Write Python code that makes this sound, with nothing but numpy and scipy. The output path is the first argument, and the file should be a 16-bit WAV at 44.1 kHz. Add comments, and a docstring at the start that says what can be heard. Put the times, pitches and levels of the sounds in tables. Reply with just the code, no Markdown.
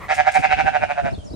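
"""A hen murmurs softly at the start: a short swell of coloured noise.
Then a sheep gives one long, quavering bleat in a farmyard: thirteen surges of pulses and breath noise, ringing
throat resonances that move as the mouth closes, with a short echo of the yard. Meanwhile soles scuff on grit,
footfalls and handling bumps thud as low pushes, some with a rustle, and wind buffets the ports as lumpy low noise.
Near the end a small bird chirps: thin whistles that bend in pitch. Faint steady air noise lies under it all."""
import sys
import numpy as np
from scipy import signal
from scipy.fft import rfft, irfft, next_fast_len
from scipy.io import wavfile
from scipy.ndimage import uniform_filter1d, map_coordinates

SR = 44100
rng = np.random.default_rng(int(sys.argv[2]) if len(sys.argv) > 2 else 0)


def transcribe(signal):
    """Save signal, clipped to [-1, 1], as a 16-bit WAV file at the path in sys.argv[1]."""
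    frames = np.atleast_2d(signal).T
    limited = np.clip(frames, -1, 1)
    pcm = np.round(limited * 32767).astype(np.int16)
    wavfile.write(sys.argv[1], SR, pcm)


N = 59535
TIME = np.arange(N) / SR  # seconds
SIZE = next_fast_len(N + SR // 2)  # padded length, so that filter tails do not wrap round
FREQ = np.fft.rfftfreq(SIZE, 1 / SR)  # Hz

# surges of the bleat: (crest time [s], level of the low voice [dB], pitch at the crest [Hz],
# upper resonances relative to the low voice [dB], length [s], roughness [0-1])
SURGES = [(0.1162, -15.5, 153.8, 5, 0.029, 0.54), (.1995, -13.5, 150.5, 1.5, 0.025, 0.06),
          (.2810, -13.5, 155.7, 1, 0.025, 0.48), (.3645, -13, 153.1, 2, 0.021, 0.48),
          (0.45, -14, 154.3, 2.5, 0.023, 0.31), (.5255, -15.5, 151.6, 4, 0.024, 0.25),
          (0.6008, -17, 156.6, 3, 0.028, 0.15), (0.6795, -15.5, 155.5, -1, 0.028, 0.25),
          (.7590, -15, 150.3, -1.5, 0.027, 0.22), (0.8356, -18, 150.8, 0.5, 0.027, 0.2),
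          (.9120, -20.5, 145.3, 4, 0.027, 0.22), (.9905, -17.5, 144.1, -7.5, 0.031, 0.31),
          (1.0708, -19.5, 139.2, -3.5, 0.035, 0.31)]
# throat resonances as the mouth moves: (time [s], first [Hz], second [Hz], third [Hz], fourth [Hz],
# width of the first [Hz], level of the second [dB], level of the third [dB])
THROAT = [(.12, 721, 1682, 2142, 2276, 60.4, -15, -11), (.28, 727, 1607, 2190, 2317, 59.4, -15, -10.5),
          (.45, 753, 1570, 2160, 2530, 58.8, -17, -14), (.6, 749, 1524, 2246, 2645, 55.7, -15.5, -12.5),
          (.69, 741, 1555, 2350, 2660, 65, -8.5, -15), (.82, 685, 1510, 2445, 2750, 116.6, -12.5, -10),
          (.91, 680, 1490, 2460, 2740, 184, -22.5, -8.5), (.99, 680, 1504, 2340, 2530, 52.7, -10, -17),
          (1.07, 652, 1526, 2410, 2650, 58.2, -14.5, -12.5)]
# fixed low resonances of the nose: (frequency [Hz], width [Hz], level [dB])
NOSE = [(605, 60, -17), (930, 90, -22)]
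# tone colour of the thin rasp: (frequency [Hz], relative level [dB])
RASP_COLOUR = [(1500, 1.5), (2800, -4), (3500, -4.5), (4600, -8), (6500, -14.5), (9500, -27), (11500, -49)]
# side colour of the voice: (frequency [Hz], left minus right at full share [dB])
EAR_DIFFERENCE = [(300, 4.5), (600, -4.5), (770, -13), (1150, -3), (1600, -5), (2200, 5.5), (2700, 15),
                  (3500, -1.5), (8000, -4)]
# timing between the sides: (frequency [Hz], phase by which left leads [radians])
LEFT_LEAD = [(300, -3.1), (750, -1.47), (1300, -0.93), (2300, -1.3), (4000, -0.63)]
# how far the microphone points away from the sheep: (time [s], share of the side colour [0-1])
OFF_AXIS = [(.1, 0.72), (.5, 0.93), (.8, 0.82), (1.0, 0.46)]
# colour of the hen's murmur: (frequency [Hz], relative level [dB])
HEN_COLOUR = [(500, -9.5), (850, -13), (1170, -1.5), (1550, -20), (2000, -5), (2700, -21.5), (6000, -40.5)]
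# bird notes: (start [s], length [s], start pitch [Hz], middle pitch [Hz], end pitch [Hz], level [dB])
CHIRPS = [(1.109, 0.008, 4900, 5400, 5500, -48), (1.126, 0.029, 3660, 4430, 3350, -48),
          (1.144, 0.023, 3600, 3510, 3700, -50.5), (1.179, 0.053, 3210, 3174, 2860, -53),
          (1.24, 0.027, 5600, 7140, 5600, -55), (1.251, 0.039, 5800, 5380, 4710, -49.5),
          (1.296, .032, 3900, 4700, 4260, -50.5), (1.322, 0.0147, 4700, 5120, 5130, -51),
          (1.331, .02, 3800, 3970, 3800, -50)]
# dull bumps of walking and handling: (time [s], level [dB], pitch of the push [Hz], rustle level [dB])
BUMPS = [(0.382, -34, 70.6, 3.5), (0.534, -28.5, 55.3, -37), (.625, -36, 74.5, -42),
         (1.178, -26.5, 79, -8.5), (1.307, -29.5, 58.6, -8), (1.335, -38, 137, 9)]
# colour of the rustle in a bump: (frequency [Hz], relative level [dB])
RUSTLE_COLOUR = [(25, 8.5), (65, -11), (130, 2), (300, 3.5), (600, -13), (2000, -50)]
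# soles on grit: (time [s], level [dB], decay [s])
SCUFFS = [(0.138, -26.5, 0.019), (.315, -23.5, 0.0085), (0.34, -23.5, 0.014), (0.388, -34, .02)]
# colour of the grit: (frequency [Hz], relative level [dB])
GRIT_COLOUR = [(2000, -9.5), (5000, -0.5), (9500, -2.5), (11500, -25), (15500, -23.5)]
# wind on the ports, before flutter: (time [s], level [dB])
WIND_LEVEL = [(0, -56), (.06, -45), (.2, -41.5), (.35, -45), (.39, -28), (.47, -39.5), (.58, -30),
              (.645, -22), (.71, -43), (.87, -30), (.99, -36.5), (1.06, -32.5), (1.125, -23.5),
              (1.21, -39.5), (1.35, -35.5)]
# colour of the buffeting: (frequency [Hz], relative level [dB])
BUFFET_COLOUR = [(25, -28), (55, -11), (100, -4), (200, -5), (400, -13.5), (650, -14), (1000, -24),
                 (2000, -51.5), (5000, -56.5)]
# likeness of the wind at the two ports: (frequency [Hz], left-right correlation [-1 to 1])
WIND_ALIKE = [(30, 1), (70, -0.46), (140, -0.92), (300, -.93), (1000, -0.99)]
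# how quickly the yard's echo dies: (frequency [Hz], time to fall 60 dB [s])
YARD_DECAY = [(200, 0.055), (800, 0.43), (2500, 0.23), (9000, 0.21)]
# colour of the echo: (frequency [Hz], level [dB])
YARD_COLOUR = [(300, -22), (760, -16), (1500, -15.5), (2100, -10.5), (2700, 2.5), (4000, 1), (9000, 2.5)]
# colour of the still air: (frequency [Hz], relative level [dB])
AIR_COLOUR = [(30, 4.5), (70, 14.5), (200, -1), (450, -30), (590, 7), (750, -10.5), (2000, -21.5),
              (5000, -21), (9500, -23), (12000, -51), (15500, -58.5)]
# likeness of the air noise on the two sides: (frequency [Hz], left-right correlation [-1 to 1])
AIR_ALIKE = [(50, -0.24), (600, 0.56), (4000, 0.13), (12000, 0.042)]

# pulses of the vocal folds
JITTER, SCATTER_DB = .008, .6  # random timing (share of a pulse gap) and random strength
SLIDE_PER_S = .5  # the gap between pulses grows by this share per second
DROOP, DROOP_S = .04, .035  # it also grows by DROOP at DROOP_S seconds on either side of the crest
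PUFF_S = 0.0049  # decay of the air noise after each closing of the folds
# shape of a surge
EDGE_DB, FLATNESS, FLANK_LIMIT_DB = 5, 3, 30  # drop at the ends, flatness of the top, most that the flanks drop
TAIL, GAP_DB = 0.79, -67.5  # fall time over rise time; small floor added under the swell
UPPER_DEPTH, UPPER_LEAD_S = 0.65, 0.0018  # upper resonances quaver less deeply, and swell earlier
# filters of the voice
LOW_CUT_HZ, HIGH_CUT_HZ = 566, 2098
NOTCH_HZ, NOTCH_WIDTH_HZ, NOTCH_DEPTH = 1065, 390, 0.8  # the nose swallows a narrow band
CHEEK_HZ, CHEEK_WIDTH_HZ, CHEEK_DB = 1387, 204, -24.5  # a weak resonance under the second
FOURTH_DB = -14  # level of the fourth resonance
LOW_ROUGH, RASP_ROUGH, RASP_DB = .15, 0.72, -38.5  # breath in the low voice and in the rasp; level of the rasp
# other sources
HEN_S, HEN_SPREAD_S, HEN_DB = 0.038, 0.031, -35.5
THUD_RISE_S, THUD_DECAY_S = 0.0013, 0.013
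BIRD_ECHO_DB, AIR_DB = -2, -42.5
TOP_HZ = 15800  # nothing is kept from here up


def sheep():
    """Vocal-fold surges ring the throat as shaped at that moment: clean below, hoarse above, thin rasp on top."""
    band = cut(LOW_CUT_HZ, "high", order=5) * cut(HIGH_CUT_HZ, "low", order=6)
    band = band * (1 - NOTCH_DEPTH * resonance(NOTCH_HZ, NOTCH_WIDTH_HZ))
    nose = sum(amp(db) * resonance(hz, width) for hz, width, db in NOSE)
    cheek = amp(CHEEK_DB) * resonance(CHEEK_HZ, CHEEK_WIDTH_HZ)
    rasp_filter = amp(RASP_DB + along(RASP_COLOUR))
    ears_db, lead = along(EAR_DIFFERENCE), along(LEFT_LEAD)
    sides = np.array([[.5], [-.5]])  # left and right each take half of the difference
    upper_widths_hz = [90, 200, 330]  # second to fourth resonance
    spectrum = 0
    for s, db, pitch_hz, upper_db, length_s, rough in SURGES:
        pulses, edges, puffs = rfft(np.array(folds(s, pitch_hz, length_s)), SIZE)
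        first_hz, *upper_hz, first_width, second_db, third_db = at(THROAT, s)
        upper_gains = amp([second_db, third_db, FOURTH_DB]) * [1, -1, 1]
        low_filter = band * (resonance(first_hz, first_width) + nose)
        upper_filter = cheek
        for gain, hz, width in zip(upper_gains, upper_hz, upper_widths_hz):
            upper_filter = upper_filter + gain * resonance(hz, width)
        low = (pulses + np.sqrt(LOW_ROUGH * rough) * puffs) * low_filter
        upper = hoarse(edges, puffs, rough) * band * upper_filter
        rasp = hoarse(edges, puffs, RASP_ROUGH) * rasp_filter
        # level out the filter's own loudness, so that db sets the low voice
        level = amp(db) / np.sqrt(np.mean(abs(low_filter) ** 2) * pitch_hz / SR)
        voice = level * (low + amp(upper_db) * (upper + rasp))
        side_gain = amp(sides * ears_db * at(OFF_AXIS, s)[0])
        spectrum = spectrum + voice * side_gain * np.exp(1j * sides * lead)
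    return irfft(spectrum, SIZE)[:, :N]


def folds(s, pitch_hz, length_s, count=12):
    """One surge of the vocal folds: deep pulses, their sharp edges, and the puffs of air that follow them."""
    offset = (np.arange(count) - count // 2 + 1) / pitch_hz  # seconds from the crest
    offset = offset * (1 + SLIDE_PER_S * offset / 2 + DROOP * (offset / DROOP_S) ** 2 / 3)
    offset = offset + JITTER / pitch_hz * rng.standard_normal(count)
    strength = amp(SCATTER_DB * rng.standard_normal(count))
    places = np.round((s + offset) * SR).astype(int)
    pulses = np.bincount(places, strength * swell(offset, length_s), N)
    edge_swell = swell(offset + UPPER_LEAD_S, length_s) ** UPPER_DEPTH
    edges = np.bincount(places, strength * edge_swell, N)
    puff = np.exp(-TIME[:SR // 100] / PUFF_S)
    puff_level = signal.fftconvolve(edges, puff / np.linalg.norm(puff))[:N]
    return pulses, edges, puff_level * rng.standard_normal(N)


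def swell(offset, length_s):
    """A flat-topped surge, EDGE_DB down at the end of its rise, falling faster, whose flanks level out."""
    side_stretch = np.where(offset > 0, TAIL, 1)
    drop_db = EDGE_DB * abs(2 * offset / length_s / side_stretch) ** FLATNESS
    return amp(-FLANK_LIMIT_DB * drop_db / (drop_db + FLANK_LIMIT_DB)) + amp(GAP_DB)


def hoarse(edges, puffs, share):
    """Mix sharp edges with breath; share is the part of the power that is breath."""
    return np.sqrt(1 - share) * edges + np.sqrt(share) * puffs


def hen():
    """A short, hoarse murmur: coloured noise under a bell-shaped swell."""
    bell = np.exp(-.5 * ((TIME - HEN_S) / HEN_SPREAD_S) ** 2)
    return amp(HEN_DB) * bell * noise(HEN_COLOUR, alike=0.81)


def bird(waver=.012, flicker_db=3, rate=300):
    """Thin whistles whose pitch follows a curve through three points, unsteady in pitch and level."""
    out = np.zeros(N)
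    for s, length, start_hz, middle_hz, end_hz, db in CHIRPS:
        progress = np.clip((TIME - s) / length, 0, 1)
        curve = np.polyfit([0, .5, 1], [start_hz, middle_hz, end_hz], 2)
        hz = np.polyval(curve, progress) * (1 + waver * wobble(rate))
        level = amp(db + flicker_db * wobble(rate)) * np.sqrt(abs(np.sin(np.pi * progress)))
        out += level * np.sin(2 * np.pi * np.cumsum(hz) / SR)
    return np.array([out, out])


def bumps():
    """Footfalls and handling bumps: each is one low push, some with a dull rustle."""
    thuds = 0
    for s, db, hz, rustle_db in BUMPS:
        push = 2 * np.sin(2 * np.pi * hz * (s - TIME))
        rustle = 2 * amp(rustle_db) * noise(RUSTLE_COLOUR, alike=1.0)
        thuds = thuds + amp(db) * blow(s, THUD_RISE_S, THUD_DECAY_S) * (push + rustle)
    return thuds


def scuffs(grit_rise_s=0.015, grain_db=4):
    """Soles scuff the grit: grainy noise that swells and dies away."""
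    level = sum(amp(db) * blow(s, grit_rise_s, decay_s) for s, db, decay_s in SCUFFS)
    lumps = unit(uniform_filter1d(rng.standard_normal(N), size=30))
    grains = unit(amp(grain_db * lumps))
    return level * grains * noise(GRIT_COLOUR, alike=0.68)


def wind(flutter_db=6.0, rate=45):
    """Lumpy buffeting: low noise with a fluttering level, mostly opposed at the two ports."""
    level = amp(at(WIND_LEVEL, TIME)[0] + flutter_db * wobble(rate))
    return level * noise(BUFFET_COLOUR, along(WIND_ALIKE))


def yard(x):
    """Sheds and fences scatter a short tail of decaying noise, different at each ear."""
    hz, t, z = signal.stft(rng.standard_normal((2, SR // 2)), SR, nperseg=256)
    decay = amp(-60 * t / along(YARD_DECAY, hz)[:, None])
    tail = signal.istft(z * decay, SR, nperseg=256)[1]
    tail = tail / np.linalg.norm(tail[0])
    echo = signal.fftconvolve(x.mean(axis=0)[None], tail, axes=1)[:, :N]
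    return filtered(echo, amp(along(YARD_COLOUR)))


def still_air():
    """A faint, steady bed of coloured noise."""
    return amp(AIR_DB) * noise(AIR_COLOUR, along(AIR_ALIKE))


def amp(db):
    """Decibels to gain."""
    return 10 ** (np.asarray(db) / 20)


def unit(x):
    """Scale to an average (rms) level of 1."""
    return x / np.sqrt(np.mean(x ** 2) + 1e-20)


def along(points, hz=FREQ):
    """Read a curve of (frequency, value) points, evenly by musical interval rather than by Hz."""
    f, v = np.transpose(points)
    return np.interp(np.log(hz + 1), np.log(f + 1), v)


def at(rows, s):
    """Each column of a curve at time s."""
    times, *cols = np.transpose(rows)
    return [np.interp(s, times, c) for c in cols]


def filtered(x, response):
    """x through a frequency response."""
    return irfft(rfft(x, SIZE) * response, SIZE)[..., :N]


def noise(colour, alike):
    """Coloured stereo noise of rms 1; alike is the left-right correlation, one value or one per frequency."""
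    turn = np.arccos(np.clip(alike + 0 * FREQ, -.99, .99)) / 2
    shares = np.array([np.cos(turn), np.sin(turn)])
    mid, side = filtered(rng.standard_normal((2, N)), amp(along(colour)) * shares)
    return unit(np.array([mid + side, mid - side]))


def resonance(hz, width):
    """A ringing filter with a peak gain of 1, which responds only after it is struck."""
    return 1j * FREQ * width / (hz * hz - FREQ ** 2 + 1j * FREQ * width)


def cut(hz, kind, order):
    """A high-pass or low-pass filter without pre-ringing."""
    return signal.freqs(*signal.butter(order, hz, kind, analog=True), FREQ)[1]


def blow(s, rise_s, decay_s):
    """A quick swell and an exponential decay."""
    age = np.maximum(TIME - s, 0)
    return (1 - np.exp(-age / rise_s)) * np.exp(-age / decay_s)


def wobble(rate):
    """A smooth random curve with rate knots a second."""
    return map_coordinates(rng.standard_normal(N // 20), [TIME * rate])


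def scene():
    """The animals in the yard, over bumps, scuffs, wind and still air."""
    bleat, chirps = sheep(), bird()
    echoes = yard(bleat + amp(BIRD_ECHO_DB) * chirps)
    return bleat + chirps + echoes + hen() + bumps() + scuffs() + wind() + still_air()


def record(dry):
    """The recorder rounds off the highest peaks, thins out the deepest bass and drops the extreme treble."""
    rounded = dry / (1 + abs(dry / .92) ** 8) ** (1 / 8)
    return filtered(rounded, cut(30, "high", order=3) * (FREQ < TOP_HZ))


dry = scene()
out = record(dry)
transcribe(out)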